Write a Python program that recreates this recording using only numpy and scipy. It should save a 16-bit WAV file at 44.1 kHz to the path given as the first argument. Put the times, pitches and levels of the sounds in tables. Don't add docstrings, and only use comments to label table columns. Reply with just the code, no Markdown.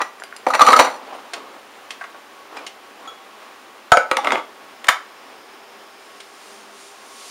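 import sys
import numpy as np
from scipy import signal
from scipy.fft import rfft, irfft
from scipy.io import wavfile
from scipy.ndimage import uniform_filter1d

SR = 44100
rng = np.random.default_rng(int(sys.argv[2]) if len(sys.argv) > 2 else 0)


def pcm_store(signal):
    levels = np.round(np.clip(np.atleast_2d(signal), -1, 1) * 32767)
    wavfile.write(sys.argv[1], SR, levels.astype(np.int16).T)


N = 321930


def amp(db):
    return 10 ** (np.asarray(db) / 20)


def unit_rms(x):
    return x / np.sqrt(np.mean(x ** 2) + 1e-20)


def curve_at(points, hz):
    f, value = np.transpose(points)
    return np.interp(np.log(hz + 1), np.log(f + 1), value)


def add(mix, s, sound):
    part = mix[round(s * SR):][:len(sound)]
    part += sound[:len(part)]


def colour(x, spectrum):
    size = 2 * len(x)
    log_gain = np.log(amp(curve_at(spectrum, abs(np.fft.fftfreq(size, 1 / SR)))))
    response = np.exp(np.conj(signal.hilbert(log_gain)))
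    return np.fft.ifft(np.fft.fft(x, size) * response).real[:len(x)]


def hump(t, rise, fall):
    return np.exp(-.5 * (t / np.where(t < 0, rise, fall)) ** 2)


def swells(rows):
    t = np.arange(N) / SR
    return np.sqrt(sum((amp(db) * hump(t - s, rise, fall)) ** 2 for s, db, rise, fall in rows))


def noise(spectrum):
    gain = amp(curve_at(spectrum, np.fft.rfftfreq(N, 1 / SR)))
    return unit_rms(irfft(rfft(rng.standard_normal(N)) * gain, N))


def hums(bands):
    hz, out = np.fft.rfftfreq(N, 1 / SR), np.zeros(N)
    for centre, width, db in bands:
        band = rfft(rng.standard_normal(N)) / (1 + ((hz - centre) / (width / 2)) ** 2)
        out += amp(db) * unit_rms(irfft(band, N))
    return out


def ringing(modes, rough, detune=0., spot_db=1.8, steady_hz=3300):
    t = np.arange(SR // 4) / SR
    phases = rng.random(len(modes))
    pitches, spots = rng.standard_normal((2, len(modes)))
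    flutters = uniform_filter1d(rng.standard_normal((len(modes), len(t))), 160, axis=1) * np.sqrt(160)
    out = np.zeros(len(t))
    for (hz, db, t60), phase, pitch, spot, flutter in zip(modes, phases, pitches, spots, flutters):
        hz *= 1 + detune * pitch
        decay = amp(db + spot_db * spot - 60 * t / t60)
        wobble = 1 + rough * min(1, steady_hz / hz) * flutter
        out += decay * wobble * np.sin(2 * np.pi * (hz * t + phase))
    return out


# f/Hz, level/dB
CONTACT_SPECTRUM = [(110, -27), (200, -18.5), (600, 11.5), (1250, -2), (2200, -2.5), (4000, -12.5),
                    (9000, -17.5), (16000, -49)]

def impacts(blows, modes, contact_s, ring_db, rough,
            detune=.0064, middle_hz=1400, treble_hz=5000, top_db=0):
    out, t = np.zeros(N), np.arange(SR // 4) / SR
    attack, fade = 1 - np.exp(-t / .00091), np.exp(-t / contact_s)
    for s, db, bass_db, treble_db in blows:
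        snap = colour(attack * fade * rng.standard_normal(len(t)), CONTACT_SPECTRUM)
        ring = (1 - fade ** 3) * ringing(modes, rough, detune)
        sound = snap / abs(snap).max() + amp(ring_db) * ring / abs(ring).max()
        tilt = [(550, bass_db), (middle_hz, 0), (treble_hz, treble_db), (16000, treble_db + top_db)]
        add(out, s, amp(db) * colour(sound, tilt))
    return out


# f/Hz, level/dB
AIR_SPECTRUM = [(25, -45), (70, -26), (110, -19), (165, -21), (230, -5.5), (480, -1.5), (800, -1),
                (1150, -0.5), (1600, -4), (3000, -8.5), (5000, -16), (10000, -22), (13500, -35.5),
                (16000, -21)]
# f/Hz, width/Hz, level/dB
ROOM_HUMS = [(208, 5.6, -69.5), (396, 2.1, -60.5), (783, 14, -59), (1108, 8.9, -55.5), (11870, 650, -67.5)]
# f/Hz, width/Hz, level/dB
WHINES = [(4970, 150, -62), (5420, 170, -63.5)]

def room_tone():
    drift = amp(.6 * unit_rms(uniform_filter1d(rng.standard_normal(N), 6000)))
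    whine_gain = np.interp(np.arange(N) / SR, [4.6, 4.8, 6.2, 6.6], [.34, .8, 1, .49])
    return amp(-44) * drift * noise(AIR_SPECTRUM) + hums(ROOM_HUMS) + whine_gain * hums(WHINES)


# f/Hz, T60/s
KITCHEN_DECAY = [(200, 0.26), (700, 0.34), (2000, 0.28), (5000, 0.27), (12000, 0.19)]

def reflections(direct, wall_s=.0155, wall_db=-21.5, tail_db=-9):
    slap, echoes = np.zeros(N), np.zeros(SR // 2)
    add(slap, wall_s, amp(wall_db) * direct)
    slots = np.arange(200, SR // 2 - 20, 20)
    echoes[slots + rng.integers(0, 20, len(slots))] = rng.choice([-1., 1.], len(slots))
    hz, t, bands = signal.stft(echoes, SR, nperseg=256)
    decay = amp(-60 * t / curve_at(KITCHEN_DECAY, hz)[:, None])
    tail = signal.istft(bands * decay, SR, nperseg=256)[1]
    return slap + amp(tail_db) * signal.fftconvolve(direct, tail / np.linalg.norm(tail))[:N]


# t/s of the peak, level/dB, rise/s, fall/s
HISS_WAVES = [(6.53, -49, 0.13, 0.081), (6.82, -46, 0.059, 0.1), (7.32, -41, 0.17, .1)]
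# f/Hz, level/dB
HISS_SPECTRUM = [(1200, -24), (2300, -2.5), (4600, -0.5), (7500, -2.5), (9500, -3), (11500, -13.5),
                 (16000, -28)]
# f/Hz, width/Hz, level/dB
HEATER_HUMS = [(402, 11, -59.5), (1087, 18, -59.5)]

def hiss(start_s=5.74, ramp_s=.41, bed_db=-55):
    ramp = np.clip((np.arange(N) / SR - start_s) / ramp_s, 0, 1)
    envelope = np.hypot(swells(HISS_WAVES), amp(bed_db) * ramp)
    return envelope * noise(HISS_SPECTRUM) + ramp * hums(HEATER_HUMS)


# t/s of the peak, level/dB, rise/s, fall/s
PUSHES = [(.01, -30.5, 0.039, 0.021), (1.1, -39, 0.13, 0.12), (1.4, -39.5, 0.05, 0.13),
          (2.57, -35.5, 0.046, 0.054), (3.06, -46, 0.081, 0.074), (4.33, -24.5, 0.063, 0.049),
          (5.27, -49, 0.042, 0.17)]
# f/Hz, level/dB
RUB_SPECTRUM = [(150, -51), (260, 4), (800, 7.5), (1200, 6.5), (1700, -4), (3000, -6.5), (15000, -37)]

def hand_rub():
    lumps = amp(2.17 * unit_rms(uniform_filter1d(rng.standard_normal(N), 500)))
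    return swells(PUSHES) * lumps * noise(RUB_SPECTRUM)


# t/s of the peak, level/dB, f/Hz
BOOMS = [(.686, -24, 233), (.802, -20.5, 280), (1.125, -26.5, 783), (4.187, -13.5, 830),
         (4.328, -19.5, 254)]

def booms(rise_s=.00074, fall_s=.0074):
    out, t = np.zeros(N), np.arange(-SR // 20, SR // 10) / SR
    for s, db, hz in BOOMS:
        tone = np.sin(2 * np.pi * (hz * t + rng.random()))
        add(out, s + t[0], amp(db) * hump(t, rise_s, fall_s) * tone)
    return out


# t/s, level/dB, f/Hz
THIN_TONES = [(1.147, -48, 8910), (2.575, -33, 2400), (2.572, -40, 5080), (2.669, -44, 5450),
              (3.919, -21, 6770), (3.92, -33, 10170), (4.008, -23, 1485)]
# t/s, level/dB
RIM_TAPS = [(3.076, -33), (4.322, -27)]
# f/Hz, level/dB, T60/s
RIM_MODES = [(1324, 0, .16), (3352, -2, 0.25), (6795, -11, 0.12)]

def thin_ringing(t60_s=.15):
    out = np.zeros(N)
    for s, db, hz in THIN_TONES:
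        add(out, s, ringing([(hz, db, t60_s)], rough=.45))
    for s, db in RIM_TAPS:
        add(out, s, amp(db) * ringing(RIM_MODES, rough=.12))
    return out


# t/s, level/dB, bass/dB, treble/dB
HOUSING_BLOWS = [(1.3341, -18, -6.5, 12.5), (1.9055, -22.5, -11.5, 13.5), (2.0103, -9, -28, -16),
                 (2.039, -17.5, -20, -11), (2.143, -16, -22, -41), (2.5665, -21, -6, 1.5),
                 (2.5832, -23, -27, -6), (2.6652, -26.5, -10, 17), (6.2023, -35.5, -16, 18)]
# f/Hz, level/dB, T60/s
HOUSING_MODES = [(705, 16, 0.13), (1107, 11, 0.23), (1680, 0.5, 0.038), (1980, -22, 0.048),
                 (2500, 3, 0.026), (2970, -4, 0.018)]

def housing_knocks():
    return impacts(HOUSING_BLOWS, HOUSING_MODES, contact_s=.0074, ring_db=-8.5, rough=.99,
                   treble_hz=3070, top_db=-6)


# t/s, level/dB, bass/dB, treble/dB
SWITCH_SNAPS = [(4.8429, -21.5, -9, 9.5), (4.868, -26, 1, 10), (4.8832, -4.5, -17.5, 1),
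                (4.8865, 3.5, -15, 3.5)]
# f/Hz, level/dB, T60/s
SWITCH_MODES = [(680, 3.5, 0.097), (1046, 4.5, 0.089), (1309, 4.5, 0.041), (1840, 10, 0.019),
                (2175, 3.5, 0.026), (2934, -1, 0.024), (3584, 0, 0.03)]

def switch_snaps():
    return impacts(SWITCH_SNAPS, SWITCH_MODES, contact_s=.0033, ring_db=-2, rough=.95)


# t/s, level/dB, bass/dB, treble/dB
TRAY_BLOWS = [(4.1128, 1.5, -6, -5.5), (4.1682, -5.5, -3.5, 1.5), (4.2453, -5.5, -9, -7),
              (4.2712, 1, -12.5, -9.5), (4.3056, -1.5, -30, -16), (4.3201, 4.5, -22, -8.5),
              (4.3314, -18, 8.5, -31), (4.3545, -1.5, -15, -19)]
# f/Hz, level/dB, T60/s
TRAY_MODES = [(275, -10, 0.076), (524, -6, 0.15), (924, 3, 0.06), (1145, -0.5, 0.1), (1300, 5.5, 0.036),
              (2053, -1, 0.024), (2910, -15, 0.044), (3550, 4, 0.013)]

def tray_clatter():
    return impacts(TRAY_BLOWS, TRAY_MODES, contact_s=.0022, ring_db=-1.5, rough=1., middle_hz=2010)


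# t/s, level/dB, bass/dB, treble/dB
JUG_BLOWS_AND_SLAP = [(3.9185, 11, -10.5, -5.5), (3.9334, -3, 0, -29), (3.947, -21, -17, -13),
                      (3.9705, 2, -3, -4.5)]
# f/Hz, level/dB, T60/s
JUG_MODES = [(617, 0, 0.055), (712, 8, 0.14), (860, 0, 0.16), (1306.5, 11.5, 0.087), (1485, 9.5, 0.1),
             (2260, -7, 0.13)]

def jug_knocks():
    return impacts(JUG_BLOWS_AND_SLAP, JUG_MODES, contact_s=.0025, ring_db=-2.5, rough=.43, detune=.0075)


# t/s, level/dB, bass/dB, treble/dB
BASKET_RATTLES = [(0.199, -26, -7, 4), (0.2203, -11, -21, -27), (0.2363, -28.5, -6, 12),
                  (0.3256, -14.5, -20.5, -30), (0.3639, -28, -11, 13), (0.962, -27.5, -22, 0),
                  (0.4866, -19, -13, 3)]
# f/Hz, level/dB, T60/s
BASKET_MODES = [(4850, -6, 0.1), (7330, -1, 0.056), (9720, -1, 0.03), (11300, -4, 0.03)]

def basket_rattle():
    return impacts(BASKET_RATTLES, BASKET_MODES, contact_s=.0015, ring_db=-16, rough=.9)


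# t/s of the peak, level/dB, f/Hz, fall/ms
SQUEALS = [(0.506, -12.5, 1250, 4.1), (0.598, -5.5, 1300, 4.9), (0.619, -0.5, 1230, 11.3),
           (0.678, 2, 1220, 5), (0.712, -4.5, 1150, 3.4), (0.738, -0.5, 1250, 4.8),
           (0.766, -6.5, 1230, 4.8)]

def holder_squeals(rise_share=.63, pitch_spread=.0415):
    out, t = np.zeros(N), np.arange(-SR // 20, SR // 20) / SR
    for s, db, hz, fall_ms in SQUEALS:
        waver, grip = map(unit_rms, uniform_filter1d(rng.standard_normal((2, len(t))), 100, axis=1))
        envelope = hump(1000 * t, rise_share * fall_ms, fall_ms) * amp(2.5 * grip)
        phase = 2 * np.pi * np.cumsum(hz * (1 + pitch_spread * waver)) / SR
        add(out, s + t[0], amp(db) * envelope * np.sin(phase))
    return out


# t/s, level/dB
GRIND_LEVEL = [(.46, -27), (.56, -38), (.63, -25), (.7, -12.5), (.75, -24.5), (.8, -14), (.85, -25.5),
               (.91, -31), (.98, -42)]
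# f/Hz, level/dB, T60/s
HOLDER_MODES = [(272, -6, 0.12), (527, -4.5, 0.11), (644, -11, 0.29), (840, 9, 0.057), (1027, 8, 0.034),
                (1195, 7.5, 0.049), (1942, -1.5, 0.046), (2288, -10, 0.05), (3920, -6, 0.039),
                (4360, 0.5, 0.025), (5920, -8, 0.086), (7160, -10.5, 0.04), (9100, -13, 0.054),
                (10900, -20, .04), (12800, -19, 0.035)]

def holder_grind(slips_per_s=1700, spread_db=2, contact_points=4):
    times, levels = np.transpose(GRIND_LEVEL)
    t = np.arange(times[0], times[-1], 1 / SR)
    n = len(t)
    envelope = signal.windows.tukey(n, .08) * amp(np.interp(t, times, levels))
    kick, chance, size = rng.standard_normal(SR), rng.random(SR), rng.exponential(1, SR)
    slips = (kick * amp(spread_db * size) * (chance < slips_per_s / SR))[:n]
    point = rng.integers(0, contact_points, SR)[:n]
    ring = sum(signal.fftconvolve(slips * (point == k), ringing(HOLDER_MODES, rough=.4, detune=.004))[:n]
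               for k in range(contact_points))
    scratch = amp(-1.5) * unit_rms(colour(slips, CONTACT_SPECTRUM))
    out = np.zeros(N)
    add(out, times[0], envelope * unit_rms(unit_rms(ring) + scratch))
    return out


# t/s, duration/s, level/dB
CHATTERS = [(0.537, .018, -5.5), (0.782, .022, -4.5), (0.817, 0.011, -16.5)]

def holder_chatter(gap_s=.0058, spread_db=4, bass_db=-11.5, treble_db=-2):
    blows = []
    for start, duration, db in CHATTERS:
        lateness, strengths = rng.random(8), rng.standard_normal(8)
        times = start + gap_s * (np.arange(8) + .5 * lateness)
        blows += [(s, db + spread_db * strength, bass_db, treble_db)
                  for s, strength in zip(times, strengths) if s < start + duration]
    return impacts(blows, HOLDER_MODES, contact_s=.0031, ring_db=0, rough=.98)


# t/s, level/dB, bass/dB, treble/dB
HOLDER_RING_AND_BLOWS = [(0.0034, -7, -18, -26), (0.0153, -8, -20, -5), (0.4657, -6, 0, -11.5),
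                         (0.5028, -20.5, 5, 6), (0.5353, -2.5, -20, -13), (0.5935, -1.5, -14, -9),
                         (0.607, 0, -9.5, -7), (0.616, -1, -10.5, 0.5), (0.6645, -9, -24, 6),
                         (0.6854, 0, -8.5, -8), (0.7035, -7.5, -10, 2), (0.7285, 0, -14.5, -4.5),
                         (0.7636, -12, -6, 8), (0.8032, -1, -13.5, -6), (0.847, -7, -11.5, -3.5),
                         (0.8712, -11, -4, -13)]

def holder_knocks():
    return impacts(HOLDER_RING_AND_BLOWS, HOLDER_MODES, contact_s=.0054, ring_db=2, rough=.85)


def scene():
    direct = basket_rattle() + holder_knocks() + holder_chatter()
    direct += jug_knocks() + tray_clatter() + housing_knocks() + switch_snaps()
    direct += holder_squeals() + thin_ringing() + booms() + holder_grind()
    bass_cut = signal.butter(6, 215, "high", fs=SR, output="sos")
    direct = signal.sosfilt(bass_cut, direct)
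    return (direct + reflections(direct) + hand_rub() + hiss() + room_tone())[None]


def record(dry, dip_hz=7900, dip_width_hz=300, mic_top_hz=15750, band_limit_hz=16200):
    heard = signal.lfilter(*signal.iirnotch(dip_hz, dip_hz / dip_width_hz, fs=SR), dry)
    heard = signal.oaconvolve(heard, signal.firwin(255, mic_top_hz, fs=SR)[None], "same")
    clipped = np.clip(heard, -.995, .995)
    low_pass = signal.firwin(511, band_limit_hz, window=("kaiser", 9), fs=SR)
    return signal.oaconvolve(clipped, low_pass[None], "same")


dry = scene()
out = record(dry)
pcm_store(out)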